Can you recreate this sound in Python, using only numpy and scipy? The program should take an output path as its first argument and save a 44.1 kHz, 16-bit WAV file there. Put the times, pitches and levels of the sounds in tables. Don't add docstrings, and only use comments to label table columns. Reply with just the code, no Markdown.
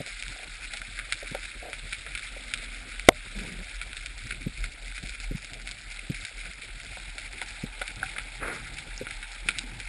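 import sys
import numpy as np
from scipy import signal
from scipy.io import wavfile
from scipy.ndimage import uniform_filter1d

SR = 44100
rng = np.random.default_rng(int(sys.argv[2]) if len(sys.argv) > 2 else 0)


def log_audio(samples):
    frames = np.atleast_2d(samples).T
    limited = np.clip(frames, -1, 1)
    pcm = np.round(limited * 32767).astype(np.int16)
    wavfile.write(sys.argv[1], SR, pcm)


N = 435708

# (frequency [Hz], relative gain [dB])
HOUSING_RESPONSE = [(700, -27), (1060, -30.5), (1440, 1), (1810, -6.5), (2270, 4), (3010, -8.5), (3660, -3),
                    (4500, -10), (5250, -13.5), (5600, -16), (6050, -26), (7000, -55.5)]


def amp(db):
    return 10 ** (np.asarray(db) / 20)


def evened(x):
    return x / np.sqrt(np.mean(x ** 2) + 1e-20)


def drift(length, size):
    return evened(uniform_filter1d(rng.standard_normal(length), size=size))


def over_hz(points, hz):
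    f, value = np.transpose(points)
    return np.interp(np.log(hz + 1), np.log(f + 1), value)


def over_time(rows, column=1):
    rows = np.asarray(rows)
    return np.interp(np.arange(N) / SR, rows[:, 0], rows[:, column])


def add(mix, s, sound):
    part = mix[round(s * SR):][:len(sound)]
    part += sound[:len(part)]


def causal(db):
    full_circle_db = np.r_[db, db[-2:0:-1]]
    log_gain = np.log(amp(np.maximum(full_circle_db, -100)))
    spectrum = np.exp(np.conj(signal.hilbert(log_gain)))
    return np.fft.ifft(spectrum).real[:len(db)]


def resonate(x, hz, width):
    turn = np.exp(2j * np.pi * np.cumsum(hz * np.ones(len(x))) / SR)
    r = np.exp(-np.pi * width / SR)
    return 2 * (turn * signal.lfilter([1 - r], [1, -r], x / turn)).real


def resonate_twice(x, hz, width):
    return resonate(resonate(x, hz, width), hz, width)


def ring_modes(modes, t):
    return sum(amp(db - 60 * t / t60) * np.sin(2 * np.pi * hz * t) for hz, db, t60 in modes)


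def patchy_noise(points, patchy_db, flicker_db, size):
    frames, hz = N * 4 // size + 5, np.fft.rfftfreq(size, 1 / SR)
    a, b, patches = rng.standard_normal((frames, len(hz), 3)).T
    patches = uniform_filter1d(patches, size=8, axis=0)
    patches = evened(uniform_filter1d(patches, size=6, axis=1))
    level_db = over_hz(points, hz)[:, None] + patchy_db * patches + flicker_db * drift(frames, 4)
    spectra = (a + 1j * b) * amp(level_db)
    return evened(signal.istft(spectra, nperseg=size, noverlap=size * 3 // 4)[1][:N])


def snap(tilt_db, tail_db, colour_db):
    hz, t = np.fft.rfftfreq(2048, 1 / SR), np.arange(4096) / SR
    tail = amp(tail_db - 60 * t / 0.012) + amp(tail_db - 7.5 - 60 * t / 0.12)
    scatter = rng.standard_normal(len(t)) * tail
    scatter *= amp(6.44 * drift(len(t), 60))
    scatter[0] = 10.0
    scatter[rng.integers(80, 500)] = -6.0
    jet = .15 * rng.standard_normal(round(0.0012 * SR))
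    path_db = colour_db * np.cos(2 * np.pi * (np.log2(hz + 1) / 1.6 + rng.random()))
    slope_db = tilt_db * np.log2(np.maximum(hz, 1000) / 2300)
    colour = causal(over_hz(HOUSING_RESPONSE, hz) + slope_db + path_db)
    sound = np.convolve(np.r_[jet, scatter], colour)[:len(t)]
    return sound / abs(sound).max()


def shrimp():
    # (time [s], hiss level before clumping [dB], gain of added treble of hiss and crackle [dB])
    hiss_rows = [(0.0, -45, -7), (2.9, -43.5, -29), (4.9, -49, -6.5), (8.3, -44.5, -17), (9.88, -46.5, -27)]
    # (time [s], peak [dB], tilt above 1 kHz [dB per octave])
    near_snaps = [(0.0623, -21.5, 5), (0.224, -18, 5), (0.2802, -21.5, 9), (0.735, -20.5, 2),
                  (0.7705, -22.5, 5), (0.816, -22.5, -8.5), (0.9888, -20, -6.5), (1.1229, -8, 1.5),
                  (1.3482, -19, -6.5), (1.429, -24, -3), (1.73, -18, -6), (1.924, -22.5, -4),
                  (1.9292, -14, 0.5), (2.063, -26.5, -8.5), (2.15, -18.5, -2), (2.1743, -21, 1),
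                  (2.192, -27.5, 0), (2.5368, -11, 3.5), (2.574, -25, 0), (2.995, -18.5, 1.5),
                  (3.3874, -21.5, 1), (3.737, -39, 1), (3.8135, -20, -3.5), (3.93, -20.5, -3),
                  (3.967, -23, 2.5), (4.0596, -17.5, 5), (4.307, -17.5, -5.5), (4.6401, -20, -1),
                  (4.9781, -23, 1), (5.071, -27, 6), (5.093, -21.5, 5), (5.148, -28, -2), (5.2, -24.5, 1),
                  (5.445, -24.5, 5), (5.533, -23, 9), (5.673, -18.5, 2), (5.7115, -19.5, 10),
                  (6.2494, -19, 5.5), (7.181, -19, 1), (7.3298, -30, -8), (7.415, -16.5, -5.5),
                  (7.8144, -19, -7.5), (7.878, -18.5, 2.5), (7.958, -29, 8), (8.162, -25, -12.5),
                  (8.1821, -19, -7.5), (8.784, -22, 3), (9.0676, -21, -10.5), (9.1074, -23, -3),
                  (9.2273, -23, -4), (9.486, -7, -3.5), (9.585, -11.5, 7), (9.8, -19.5, 3.5)]
    base_rate_per_s, crackle_db, spread_db = 330, -47.5, 5.0

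    clumps = amp(6.0 * drift(N, SR // 25))
    clumps *= amp(1.9 * drift(N, SR // 6))
    hiss = patchy_noise(HOUSING_RESPONSE, patchy_db=2.5, flicker_db=1.0, size=256)
    out = amp(over_time(hiss_rows)) * clumps ** 0.071 * hiss

    sizes = amp(spread_db * np.minimum(rng.exponential(1, N), 3.5))
    sizes *= rng.random(N) < clumps * base_rate_per_s / SR
    which = rng.integers(0, 12, N)
    crackle = np.zeros(N)
    for k, tilt in enumerate(np.linspace(-1, 1, 12)):
        timbre = snap(3.0 * tilt + 1.92, -11.5, colour_db=7.5)
        crackle += signal.oaconvolve(sizes * (which == k), timbre)[:N]
    out += amp(crackle_db) * evened(crackle)
    out += amp(over_time(hiss_rows, column=2)) * resonate(out, 4500, 1100)

    for s, db, tilt_db in near_snaps:
        tail_db = min(-11 - 0.5 * tilt_db - 0.3 * db, 3.0)
        add(out, s, amp(db) * snap(tilt_db, tail_db, colour_db=-1.0))
    return out


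def swish(length, db, hz):
    u = np.linspace(0, 1, round(length * SR))
    eddies = rng.standard_normal(len(u)) * (rng.random(len(u)) < .04)
    centre_hz = hz * (1 - 0.079 * u)
    body = resonate(resonate(eddies, centre_hz, 71), centre_hz, 107.0)
    body += 0.25 * (1 - 0.64 * u) * resonate_twice(eddies, 1.7 * centre_hz, 300)
    body /= np.sqrt(uniform_filter1d(body ** 2, size=3000))
    rise = np.minimum(u / 0.14, 1)
    shape = rise * amp(db - 5.5 * u) * signal.windows.tukey(len(u), .15)
    return shape * evened(body)


def water():
    # (time [s], level [dB])
    rumble_rows = [(0.0, -45.5), (2.4, -45), (3.2, -41), (4.4, -43), (4.62, -35), (4.8, -43.5), (5.3, -36),
                   (5.4, -45.5), (8.45, -44.5), (9.8, -43)]
    # (frequency [Hz], relative spectral density [dB per Hz])
    wash_colour = [(35, -27.5), (60, -2.5), (188, -18), (254, -13.5), (384, -21.5), (745, -17),
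                   (1060, -27.5), (1200, -32.5), (1700, -60)]
    # (start [s], length [s], level before shaping [dB], starting centre frequency [Hz])
    swish_rows = [(1.83, 0.039, -46, 105), (2.318, 0.68, -56, 250), (3.337, 0.246, -41, 192),
                  (3.574, 0.059, -44, 199), (4.309, 0.077, -48, 116), (4.573, 0.13, -47.5, 96),
                  (5.499, 0.33, -53, 130), (6.479, 0.03, -49, 121.4), (6.743, 0.037, -48, 94),
                  (7.954, 0.15, -45, 113), (8.331, 0.52, -48, 119), (9.002, 0.044, -41.5, 105),
                  (9.441, 0.099, -47.5, 168), (9.556, 0.062, -47, 102), (9.627, 0.088, -46.5, 250),
                  (9.699, 0.12, -44.5, 108)]

    rumble = resonate_twice(rng.standard_normal(N), 39.2, 9.5)
    rumble /= np.sqrt(uniform_filter1d(rumble ** 2, size=SR // 3))
    out = amp(over_time(rumble_rows)) * rumble
    out += amp(-54.5) * patchy_noise(wash_colour, patchy_db=4.0, flicker_db=2.5, size=1024)

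    rush = evened(resonate_twice(rng.standard_normal(N), 830, 174))
    rush_from_s, rush_grow_s = 6.57, 1.15
    growth = np.clip((np.arange(N) / SR - rush_from_s) / rush_grow_s, 0, 1)
    out += amp(-60) * growth * rush
    for s, *stroke in swish_rows:
        add(out, s, swish(*stroke))
    return out


def scattered(x, trail_db, t60):
    trail = rng.standard_normal(SR // 10) * amp(-60 * np.arange(SR // 10) / SR / t60)
    return x + amp(trail_db) * signal.oaconvolve(x, trail / np.linalg.norm(trail))[:N]


def pulse(modes, tilt_db, rise_s):
    t = np.arange(SR // 8) / SR
    pivot_hz = modes[len(modes) // 3][0]
    ring = np.zeros(len(t))
    for hz, db, t60 in modes:
        level_db = db + tilt_db * np.log2(hz / pivot_hz) - 60 * t / t60
        ring += amp(level_db) * np.sin(2 * np.pi * (hz * t + 0.3 * rng.random()))
    ring *= 1 - np.exp(-(t / rise_s) ** 2)
    return ring / abs(ring).max()


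def knocks():
    # (time [s], peak before scatter [dB], tilt across the modes [dB per octave])
    thump_rows = [(0.004, -28.5, 2.5), (1.315, -31.5, 2), (4.465, -19.5, -1), (5.033, -33, -2.5),
                  (5.312, -24.5, 4.5), (5.349, -25.5, -17), (6.1, -21.5, -3), (7.635, -21.5, 2),
                  (9.013, -26.5, 18)]
    knock_rows = [(0.004, -28.5, -11), (1.227, -33, -11), (1.348, -24.5, 2), (2.365, -37.5, -5),
                  (6.969, -36.5, 20), (7.416, -31, 34), (7.814, -28, 14)]
    tap_rows = [(8.03, -15.5, 7)]
    tick_rows = [(8.978, -26, 0.1)]
    # (frequency [Hz], relative level [dB], t60 [s])
    thump_modes = [(158, 13.5, 0.03), (259, 4, 0.053), (424, -5.5, 0.039), (500, -7, 0.034)]
    knock_modes = [(434, -7.5, 0.047), (577, 8.5, 0.02), (750, -1.5, 0.033), (930, -10, 0.029)]
    tap_modes = [(764, 0, 0.07), (1260, -2, 0.021), (1470, 13, 0.016), (1570, 8, 0.02), ]
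    tick_modes = [(5400, 0, 0.007)]

    kinds = [(thump_rows, thump_modes, .005), (knock_rows, knock_modes, .002),
             (tap_rows, tap_modes, .0015), (tick_rows, tick_modes, .0003)]
    out = np.zeros(N)
    for rows, modes, rise_s in kinds:
        for s, db, tilt_db in rows:
            add(out, max(s - rise_s / 2, 0), amp(db) * pulse(modes, tilt_db, rise_s))
    return scattered(out, trail_db=-11.0, t60=0.12)


def grunts():
    # (time [s], peak before scatter [dB])
    beat_rows = [(0.321, -46), (0.362, -41), (0.395, -39), (0.43, -39.5), (1.628, -32.5), (1.653, -31.5),
                 (1.661, -40), (1.667, -36.5), (1.685, -31.5), (1.695, -43)]
    from_hz, to_hz, beat_s = 410, 900, 0.0064
    u, out = np.linspace(0, 1, round(beat_s * SR)), np.zeros(N)
    for s, db in beat_rows:
        pitch, phase = rng.random(2)
        hz = (from_hz + (to_hz - from_hz) * u) * (.9 + .2 * pitch)
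        tone = np.sin(2 * np.pi * (np.cumsum(hz) / SR + phase))
        add(out, s - .001, amp(db) * np.sin(np.pi * u ** 0.66) ** 2 * tone)
    return scattered(out, trail_db=-1.5, t60=0.15)


def blow():
    # (frequency [Hz], level before the blow's gain [dB], t60 [s])
    contact_modes = [(416, 2, 0.078), (584, 10, 0.034), (1128, 0.5, 0.049), (1407, 8.5, 0.012),
                     (2170, 7, 0.026), (2710, -3.5, 0.028), (3625, -2.5, 0.05)]
    # (frequency [Hz], level [dB], t60 [s])
    after_modes = [(250, -23, 0.05), (419, -26, 0.063), (603, -22, 0.12), (690, -18, 0.065)]
    start_s, contact_db = 3.0871, -0.5

    t, out = np.arange(SR // 5) / SR, np.zeros(N)
    crack = amp(-2.0) * rng.standard_normal(len(t)) * amp(-60 * t / 0.07)
    held = np.exp(-(t / .0041) ** 6)
    rattle = evened(resonate_twice(rng.standard_normal(len(t)), 520, 350))
    surge = evened(resonate(resonate(rng.standard_normal(len(t)), 89, 60), 90, 60))
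    add(out, start_s, -amp(contact_db) * (ring_modes(contact_modes, t) + crack) * held)
    after = amp(-4.5 - 60 * t / 0.054) * rattle
    after += amp(-20.0) * crack
    after += ring_modes(after_modes, t)
    after += amp(-30 - 60 * t / 0.21) * surge
    add(out, start_s, after)
    return out


def rub():
    # (frequency [Hz], relative gain [dB])
    rub_colour = [(150, -10.5), (450, 0), (800, -7.5), (1070, -8), (1450, 5), (1750, -3), (2150, 1.5),
                  (2900, -18), (6000, -35)]
    rise_s, hold_s, fall_s = 0.025, 0.074, 0.17
    t = np.arange(0, rise_s + hold_s + fall_s, 1 / SR)
    slips = rng.standard_normal(len(t)) * amp(2.5 * drift(len(t), 350))
    response = causal(over_hz(rub_colour, np.fft.rfftfreq(2048, 1 / SR)))
    body = np.convolve(slips, response)[:len(t)]
    shape = np.clip(np.minimum(t / rise_s, ((t[-1] - t) / fall_s) ** 2), 0, 1)
    out = np.zeros(N)
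    add(out, 8.4, amp(-34) * evened(body) * shape)
    return out


def scene():
    mid = shrimp() + water() + knocks() + grunts() + blow() + rub()
    return np.array([mid, mid])


def record(dry):
    # (frequency [Hz], relative level [dB])
    side_noise_colour = [(100, -21), (500, 1), (1500, -31.5), (9000, -10.5), (12300, -13.5)]
    hold_hz, edge_hz = 12000, 12300
    recover_s = 0.034

    side = amp(-84.5) * patchy_noise(side_noise_colour, patchy_db=7.0, flicker_db=0.0, size=1024)
    over = np.maximum(uniform_filter1d(np.minimum(abs(dry[0]), 1), size=200) - .2, 0)
    late = np.roll(over, SR // 200)
    step = 1 / (recover_s * SR)
    dip_db = 280.0 * signal.lfilter([step], [1, step - 1], late)

    top = np.array([[.97], [.92]])
    samples = np.clip(signal.resample_poly(dry * amp(-dip_db), hold_hz, SR, axis=1), -top, top)
    stairs = np.repeat(samples, 4, axis=1)
    held = signal.resample_poly(stairs, SR, 4 * hold_hz, axis=1)[:, :N]
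    lowpass = signal.firwin(511, edge_hz, window=("kaiser", 9), fs=SR)
    return signal.oaconvolve(held + [side, -side], lowpass[None], "same")


dry = scene()
out = record(dry)
log_audio(out)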